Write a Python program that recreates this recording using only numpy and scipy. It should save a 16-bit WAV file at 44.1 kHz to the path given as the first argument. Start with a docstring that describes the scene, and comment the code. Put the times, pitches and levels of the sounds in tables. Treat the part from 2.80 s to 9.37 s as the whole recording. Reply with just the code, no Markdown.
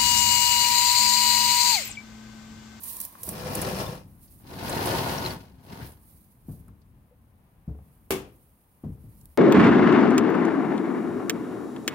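"""Sliding glass door and screen.

A glass door, then its screen, roll along a gritty aluminium track: dense random impacts through body colours.
Cloth, fingers and brush seals rub as slip noise; the rail rings briefly where a wheel catches.
Footfalls push on a hollow deck's modes; a frame knocks sharply as ringing modes, and the room answers.
Low rumble of place, lingering pane and trodden deck lies below, with faint distant air: both shaped noise."""
import sys
import numpy as np
from scipy import signal
from scipy.fft import rfft, irfft, next_fast_len
from scipy.io import wavfile
from scipy.ndimage import map_coordinates

SR = 44100
rng = np.random.default_rng(int(sys.argv[2]) if len(sys.argv) > 2 else 0)


def dump(signal):
    """Clip the signal to [-1, 1] and save it as 16-bit WAV at the path in sys.argv[1]."""
    limited = np.clip(np.atleast_2d(signal).T, -1, 1)
    pcm = np.round(limited * 32767).astype(np.int16)
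    wavfile.write(sys.argv[1], SR, pcm)


N = 289957

# likeness of the two channels: freq_hz, correlation
CHANNEL_CORRELATION = [(100, 0.95), (280, 0.84), (550, 0.81), (1000, 0), (3000, 0.0064), (15000, 0.13)]


def amp(db):
    """Decibels to gain."""
    return 10 ** (np.asarray(db) / 20)


def unit(x):
    """Scale to rms 1."""
    return x / np.sqrt(np.mean(x ** 2) + 1e-20)


def along(points, hz):
    """Join (Hz, value) points on a log frequency axis."""
    f, v = np.transpose(points)
    return np.interp(np.log(hz + 1), np.log(np.sort(f) + 1), v)


def curves(rows):
    """One level per sample for each dB column; -120 dB outside the rows."""
    s, *cols = np.transpose(rows)
    return [np.interp(np.arange(N) / SR, s, c, left=-120, right=-120) for c in cols]


def wobble(knots_per_s):
    """Smooth random curve through normally distributed knots."""
    knots = rng.standard_normal(N // 20)
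    return map_coordinates(knots, [np.arange(N) * knots_per_s / SR], mode="wrap")


def fade(t, t60):
    """Exponential decay, 60 dB in t60."""
    return np.exp(-np.log(1000) * t / t60)


def filtered(x, response):
    """Multiply the spectrum of x by a response of frequency."""
    size = x.shape[-1]
    m = next_fast_len(size + SR // 4)
    return irfft(rfft(x, m) * response(np.fft.rfftfreq(m, 1 / SR)), m)[..., :size]


def channel_angle(hz):
    """Angle whose cosine is the left-right correlation."""
    return np.arccos(np.clip(along(CHANNEL_CORRELATION, hz), -1, 1))


def spread(pair, response):
    """Colour two unrelated signals and mix them to stereo of rms 1: bass shared, treble apart."""
    def mid_side_response(hz):
        turn = channel_angle(hz) / 2
        return response(hz) * np.array([np.cos(turn), np.sin(turn)])

    mid, side = filtered(pair, mid_side_response)
    return unit(np.array([mid + side, mid - side]))


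def noise(colour, size):
    """Stereo noise with a given spectrum, rms 1."""
    return spread(rng.standard_normal((2, size)), lambda hz: amp(along(colour, hz)))


def add(track, start_s, sound):
    """Mix a sound into the track."""
    part = track[:, round(start_s * SR):][:, :sound.shape[-1]]
    part += sound[..., :part.shape[-1]]


def tail(colour):
    """One second of room answer; the treble dies first."""
    # freq_hz, t60_s
    room_decay = [(80, 1), (250, 0.46), (1000, 0.36), (3000, 0.35), (8000, 0.27), (15000, 0.21)]
    hz, t, z = signal.stft(noise(colour, size=SR), SR, nperseg=256)
    decaying = z * fade(t, along(room_decay, hz)[:, None])
    return signal.istft(decaying, SR, nperseg=256)[1][:, :SR]


def bumps(rate_per_s, ring_t60_s, tick):
    """Random tiny impacts: each is a bare tick and a short diffuse ring of its own."""
    sizes = amp(4.5 * np.clip(rng.standard_normal(N), -2, 2))
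    hits = (rng.random(N) < rate_per_s / SR) * sizes / np.sqrt(rate_per_s)
    keep = fade(1 / SR, ring_t60_s) ** 2  # share of the ringing energy left after one sample
    power = signal.lfilter([1 - keep], [1, -keep], hits ** 2)
    return np.sqrt(power + (tick * hits) ** 2) * rng.standard_normal((2, N))


def rasp(length_s, centre_hz):
    """A sudden short noise burst with a faint slower tail."""
    # multiple of the centre, level_db (per Hz)
    burst_shape = [(.1, -19), (.33, -15.5), (.65, -4.5), (1, 7.5), (1.45, -3), (3, -19), (8, -40)]
    t = np.arange(SR // 5) / SR
    onset = 1 - np.exp(-t / (.03 * length_s))
    decay = fade(t, 1.2 * length_s) + amp(-24) * fade(t, 6 * length_s)
    colour = [(centre_hz * k, level_db) for k, level_db in burst_shape]
    return amp(2.5) * onset * decay * noise(colour, size=len(t))


def outdoors():
    """Low rumble of place, lingering pane and trodden deck, with faint distant air, as wavering noise."""
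    # time_s, level_db
    rumble_level = [(0, -57), (0.45, -63.5), (1.2, -48.5), (1.6, -55), (2.7, -52), (3.4, -57),
                    (3.95, -54.5), (4.3, -59), (5.2, -60), (5.85, -66.5), (6.3, -51), (6.6, -62)]
    # freq_hz, level_db (per Hz)
    rumble_colour = [(22, -29), (45, 4), (70, 4), (130, 1), (220, -3.5), (330, -13), (700, -46.5)]
    air_colour = [(150, 4.5), (350, 1.5), (700, 1), (1020, 1), (1350, -5.5), (2500, -10.5), (5000, -22),
                  (9000, -31)]
    air_db = -68
    low = noise(rumble_colour, size=N) * amp(curves(rumble_level)[0] + 1.2 * wobble(14))
    return low + noise(air_colour, size=N) * amp(air_db + 0.77 * wobble(4.5))


def scuffs():
    """Dry scuffs and small ticks close by, now and then."""
    # start_s, level_db, length_s, centre_hz
    scuff_events = [(0.034, -33.5, 0.057, 11900), (0.168, -29.5, 0.0091, 11400),
                    (0.202, -24.5, 0.018, 11400), (0.212, -27, 0.024, 11200), (0.25, -29.5, 0.023, 11800),
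                    (0.352, -45.5, 0.024, 1140), (0.432, -28, 0.027, 10760), (0.489, -25.5, 0.025, 10400),
                    (0.7515, -24, 0.023, 10000), (0.815, -27, 0.038, 10000), (1.476, -65, 0.077, 4680),
                    (1.894, -32, 0.034, 8700), (2.057, -30, 0.038, 10400), (3.006, -47, 0.14, 1750),
                    (3.12, -52, 0.024, 9900), (3.88, -59.5, 0.064, 1160), (3.881, -57, .015, 10740),
                    (4.016, -69.5, 0.042, 4700), (4.878, -67, 0.034, 450), (4.949, -51, 0.04, 477),
                    (4.986, -55.5, 0.053, 700), (6.411, -55, .02, 7900), (6.456, -39.5, 0.006, 11470)]
    out = np.zeros((2, N))
    for start_s, level_db, length_s, centre_hz in scuff_events:
        add(out, start_s, amp(level_db) * rasp(length_s, centre_hz))
    return out


def creak(start_s, hz, level_db):
    """A loaded deck board gives one soft, short creak on two close modes."""
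    out, t = np.zeros((2, N)), np.arange(SR // 4) / SR
    ring = np.sin(2 * np.pi * hz * t) + .5 * np.sin(2 * np.pi * 1.12 * hz * t)
    add(out, start_s, amp(level_db) * ring * (1 - np.exp(-t / .004)) * fade(t, 0.11))
    return out


def tread(push_hz):
    """One push on the boards rings mostly the deck modes near its own period."""
    # freq_hz, level_db, t60_s
    deck_modes = [(70.9, -7, 0.38), (96.7, 1.5, 0.076), (159.8, -5.5, 0.12), (214, -13, 0.13),
                  (298, -18.5, 0.21), (430, -22.5, 0.47)]
    t = np.arange(SR // 2) / SR
    push = np.sin(2 * np.pi * push_hz * t) * fade(t * push_hz, 5.8)  # decay counted in cycles
    boards = np.zeros(len(t))
    for hz, level_db, t60_s in deck_modes:
        coupling = 1 / (1 + np.log2(hz / push_hz) ** 2)
        boards += amp(level_db) * coupling * np.sin(2 * np.pi * hz * t) * fade(t, t60_s)
    onset = 1 - np.exp(-(t * push_hz / 0.59) ** 2)
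    return onset * (amp(5.0) * push + boards)


def steps():
    """Each foot rolls from heel to ball in three ever slower pushes; a harder heel thuds and scrapes more."""
    # footfalls on sill and deck: start_s, heel_push_hz, heel_to_ball_s, heel_db, midfoot_db, ball_db
    footfalls = [(2.909, 199, .02, -36.5, -48, -50), (3, 207, 0.025, -35, -40, -27.5),
                 (3.684, 210, .039, -25, -30, -31.5), (3.796, 129.5, 0.026, -38.5, -53.5, -54),
                 (3.881, 174, 0.029, -39, -46, -53), (4.877, 140, 0.0275, -21.5, -28, -31.5),
                 (6.037, 235, .053, -23, -23, -23), (6.238, 195, 0.038, -37.5, -42, -35.5),
                 (6.424, 85, 0.027, -43, -58, -40)]
    # freq_hz, level_db (per Hz)
    sole_colour = [(40, -10), (90, 5.5), (250, -2.5), (450, -11.5), (900, -22), (2000, -42), (6000, -49.5)]
    ball_pitch = 0.56  # ball push frequency / heel push frequency
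    thud_db, thud_rise_s = -15, 0.0053  # diffuse thud of the whole deck
    scrape_db, scrape_s, scrape_hz, hard_heel_hz = -28.5, 0.0756, 633, 219
    out, t = np.zeros((2, N)), np.arange(SR) / SR
    for start_s, heel_hz, roll_s, heel_db, midfoot_db, ball_db in footfalls:
        for part, level_db in [(0, heel_db), (.5, midfoot_db), (1, ball_db)]:
            add(out, start_s + part * roll_s, amp(level_db) * tread(heel_hz * ball_pitch ** part))
        hardness = heel_hz / hard_heel_hz
        thud = tail(sole_colour) * (1 - np.exp(-(t / thud_rise_s) ** 2))
        add(out, start_s, amp(heel_db + thud_db) * hardness * thud)
        add(out, start_s, amp(heel_db + scrape_db) * hardness ** 4 * rasp(scrape_s, scrape_hz))
    # keep the deepest bass out of the footfalls
    return signal.sosfilt(signal.butter(2, 52, "high", fs=SR, output="sos"), out)


def knock():
    """The frame hits its stop: quick hard contacts, the ring of frame and pane, then the room."""
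    # frame landing, then latch rattle: start_s, level_db
    contacts = [(5.3058, -22.5), (5.3142, -33), (5.3197, -28.5)]
    # freq_hz, level_db, t60_s
    frame_modes = [(159.7, -35, 0.17), (219.4, -26.5, 0.2), (287, -33, .33), (380.4, -19, 0.25),
                   (380, -28, 0.12), (417, -37, 0.35), (506, -46, 0.55), (788, -44.5, 0.46),
                   (790, -53, 0.23), (920, -34, 0.15), (1050, -37, 0.18), (1193, -29, 0.13),
                   (1350, -58, 0.2), (1620, -39, 0.27), (2086, -34, 0.18), (2235, -29, 0.16),
                   (2670, -37, 0.15), (2670, -38, 0.18), (2990, -35, 0.15), (3380, -34, 0.18),
                   (3440, -42.5, 0.3), (4030, -46, 0.24), (5405, -38, 0.17)]
    # freq_hz, level_db (per Hz)
    knock_colour = [(30, -26), (60, -3.5), (130, -3), (300, 0), (450, 2), (600, -6), (1100, -5.5),
                    (1550, -12.5), (2700, -9.5), (3700, -15.5), (8000, -16), (12000, -13.5), (15800, -17)]
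    out, t = np.zeros((2, N)), np.arange(SR) / SR
    for start_s, level_db in contacts:
        crack = noise(knock_colour, size=SR) * fade(t, 0.071) * amp(0.5)
        answer = amp(-5.5) * tail(knock_colour)
        add(out, start_s, amp(level_db) * (1 - np.exp(-t / 0.00024)) * (crack + answer))
    for hz, level_db, t60_s in frame_modes:
        apart = channel_angle(hz) * rng.choice([-.5, .5]) * np.array([[1], [-1]])
        ring = np.sin(2 * np.pi * hz * t + apart) * fade(t, t60_s)
        add(out, contacts[0][0], amp(level_db) * ring * (1 - np.exp(-t / 0.017)))
    u = t / 0.00056
    add(out, 5.308, -amp(-12.0) * (1 - u) * np.exp(-u))  # the pane's single hard push on the air
    return out


def slips(colour):
    """Fibres or skin catch and slip: dense tiny impacts with a fluttering level."""
    hiss = spread(bumps(3900, ring_t60_s=0.048, tick=0.067), lambda hz: amp(along(colour, hz)))
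    return hiss * amp(wobble(35))


def rubbing(glass_speed_db, screen_speed_db, glass_seal_db, screen_seal_db):
    """Fibres of sleeve and brush seals slip in a fine hiss; fingers on the handle slide more dully."""
    # slow sleeve strokes: peak_s, level_db, rise_s, fall_s (e-folding times)
    strokes = [(0.09, -35, 0.053, 0.089), (0.23, -38.5, .03, .05), (0.47, -37, .04, .06),
               (0.771, -42, .06, .07), (1.33, -64.5, 0.13, 0.13), (1.43, -53.5, 0.023, 0.051),
               (1.515, -55, 0.025, 0.12), (2.85, -60.5, 0.026, .09), (3.07, -48.5, 0.032, 0.04),
               (3.31, -57.5, 0.1, 0.19), (3.722, -54, 0.033, .055), (5.1, -68, .15, 0.22),
               (5.549, -67, 0.17, 0.64), (6.36, -62.5, 0.19, .35)]
    # fingers on the handle: time_s, level_db
    grip_level = [(0, -60.5), (0.04, -54), (0.25, -54.5), (0.33, -56.5), (0.42, -55), (0.5, -70.5)]
    # freq_hz, level_db (per Hz)
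    fibre_colour = [(1500, -29), (3200, -18), (5000, -14.5), (7500, -15), (9200, -4.5), (11500, -3),
                    (15500, -5)]
    grip_colour = [(60, -11), (150, -5), (215, 6), (310, -4), (650, -8.5), (850, -6.5), (1020, 5.5),
                   (1350, -14.5), (1900, -10), (3200, -17), (6000, -15), (10000, -36)]
    cloth_db = -75  # clothes never lie quite still
    seal_growth = 1  # dB per dB of speed
    t = np.arange(N) / SR
    power = amp(cloth_db) ** 2
    for peak_s, level_db, rise_s, fall_s in strokes:
        shape = np.exp(np.minimum((t - peak_s) / rise_s, (peak_s - t) / fall_s))
        power = power + (amp(level_db) * shape) ** 2
    for seal_db, speed_db in [(glass_seal_db, glass_speed_db), (screen_seal_db, screen_speed_db)]:
        power = power + amp(seal_db + seal_growth * speed_db) ** 2
    return np.sqrt(power) * slips(fibre_colour) + amp(curves(grip_level)[0]) * slips(grip_colour)


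def chirps():
    """A wheel catches and the rail rings briefly: decaying sines, phase-shifted between channels."""
    # start_s, level_db (before a common lift), pitch_hz, t60_s
    catches = [(1.064, -40, 3560, 0.058), (1.922, -32, 4070, 0.038), (2.382, -30, 5580, 0.028),
               (2.4495, -22.5, 4200, 0.015), (2.4608, -10.5, 4100, 0.0081), (2.505, -36.5, 4510, 0.054)]
    out, t = np.zeros((2, N)), np.arange(SR // 8) / SR
    for start_s, level_db, pitch_hz, t60_s in catches:
        phase = 2 * np.pi * pitch_hz * t + np.array([[0], [.9]])
        onset = 1 - np.exp(-(t / 0.0014) ** 2)
        add(out, start_s, amp(level_db + 5) * np.sin(phase) * fade(t, t60_s) * onset)
    return out


def doorway(x):
    """Close reflections from glass, jamb and floor ripple the spectrum above 540 Hz."""
    t = np.arange(SR // 6) / SR
    echoes = filtered(rng.standard_normal((2, len(t))) * fade(t, .11), lambda hz: hz > 540)
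    wet = signal.fftconvolve(x, echoes / np.linalg.norm(echoes[0]), axes=1)[:, :N]
    return x + .5 * wet


def door_speed(*pushes):
    """Speed in dB through a door's pushes, briefly lifted where wheels jolt over rail flaws."""
    # peak_s, lift_db
    jolts = [(0.492, 2.5), (0.876, 2), (1.007, 3.5), (1.691, 4.5), (1.898, 0.5), (2.095, 1), (2.46, 3.5),
             (2.926, 6.5), (3.012, 4.5)]
    jolt_width_s = 0.039
    t = np.arange(N) / SR
    speed_db = np.max([curves(push)[0] for push in pushes], axis=0)
    return speed_db + sum(lift_db / (1 + ((t - s) / jolt_width_s) ** 2) ** 2 for s, lift_db in jolts)


def roll(speed_db, colour, peaks, rumble_db, rattle_db, grit_db):
    """Wheels run over track bumps and sand: the faster they run, the denser, louder and brighter the impacts."""
    rumble_growth, grit_growth = 0.74, 1.028  # dB per dB of speed
    judder_db, judder_per_s = 0.13, 35
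    density = .5 + amp(speed_db / 2)
    judder = judder_db * wobble(judder_per_s)  # uneven wheels shake all parts of the door together

    def body(hz):
        lift_db = sum(db / (1 + (2 * (hz - f) / width) ** 2) for f, width, db in peaks)
        return amp(along(colour, hz) + lift_db)

    def below(hz, edge_hz):
        return 1 / (1 + (hz / edge_hz) ** 8)

    def part(impacts, low_hz, high_hz):
        def band(hz):
            return body(hz) * np.sqrt(np.abs(below(hz, high_hz) - below(hz, low_hz)))
        return spread(impacts, band)

    pane = part(bumps(1100 * density, ring_t60_s=0.04, tick=0.31), 45, 300)
    frame = part(bumps(1100 * density, ring_t60_s=0.04, tick=.5), 300, 1500)
    sand = part(bumps(1300 * density, ring_t60_s=.024, tick=.3), 1500, SR)
    mix = pane * amp(rumble_db + rumble_growth * speed_db)
    mix += frame * amp(rattle_db + speed_db)
    mix += sand * amp(grit_db + grit_growth * speed_db)
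    return amp(judder) * mix


def scene():
    """Both doors, the person, the low rumble and the open air."""
    # what each door radiates: freq_hz, level_db (per Hz)
    glass_colour = [(22, -22), (45, -4.5), (110, 1), (200, -0.5), (320, -9.5), (520, -11), (900, -11),
                    (1500, -18.5), (2500, -20.5), (3700, -23), (5500, -21.5), (7200, -30), (10000, -29),
                    (15000, -46)]
    screen_colour = [(22, -28.5), (45, -5.5), (110, 4.5), (170, 3), (320, -4.5), (650, -7), (950, -6.5),
                     (1400, -16), (2500, -13.5), (4500, -17.5), (7200, -25.5), (10000, -28.5), (15000, -37)]
    # panel and rail resonances: freq_hz, width_hz, lift_db
    glass_peaks = [(128.3, 25, 0.5), (233, 19, -2.5), (379, 29, 7.5), (500, 32, 13), (562, 66, 2.5),
                   (770, 60, 1), (1080, 140, 2.5), (2750, 290, 3.5), (5300, 820, 3)]
    screen_peaks = [(161, 4.7, 1.7), (267, 21, 4.8), (370, 16, 6.9), (510, 13, 3), (680, 50, 1.9),
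                    (886, 140, 3.1), (983, 22, 1.6), (1448, 62, 7.1), (1710, 170, 6.1), (4100, 550, 2.3),
                    (5040, 1100, 5)]
    # glass pushed open and coasting to rest; screen following, then nudged on: time_s, speed_db (re full)
    glass_push = [(0.41, -31), (0.485, -14.5), (0.56, -8), (0.79, -1), (1.02, -3), (1.15, -11), (1.26, -32),
                  (1.4, -56)]
    screen_push = [(1.6, -37), (1.72, -17), (1.88, -4), (2.12, 1), (2.36, -3.5), (2.53, -8.5),
                   (2.62, -24.5), (2.79, -40)]
    screen_nudge = [(2.78, -36.5), (2.93, -21), (3.06, -19.5), (3.201, -42)]
    glass_speed_db, screen_speed_db = door_speed(glass_push), door_speed(screen_push, screen_nudge)
    glass = roll(glass_speed_db, glass_colour, glass_peaks, rumble_db=-34, rattle_db=-33.0, grit_db=-39)
    screen = roll(screen_speed_db, screen_colour, screen_peaks, rumble_db=-33.0, rattle_db=-30.5, grit_db=-36)
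    fibres = rubbing(glass_speed_db, screen_speed_db, glass_seal_db=-44.5, screen_seal_db=-41)
    to_right = amp([[-.7], [.7]])  # the working arm is on the right
    doors = doorway(glass + fibres * to_right) + doorway(screen) + chirps()
    person = scuffs() * to_right + steps() + creak(start_s=4.311, hz=497, level_db=-50.0)
    return doors + person + knock() + outdoors()


def record(dry):
    """Left and right microphones differ in tone; nothing passes the band limit."""
    # freq_hz, left_minus_right_db
    channel_lean = [(60, 2), (300, 2.5), (550, 2.5), (1200, 5), (2500, 4), (4500, 1.5), (8000, 4.5),
                    (11000, -4), (15000, -7.5)]
    top_hz = 15900

    def microphones(hz):
        lean_db = along(channel_lean, hz) * np.array([[.5], [-.5]])
        return amp(lean_db) * (hz < top_hz)

    return filtered(dry, microphones)


dry = scene()
out = record(dry)
dump(out)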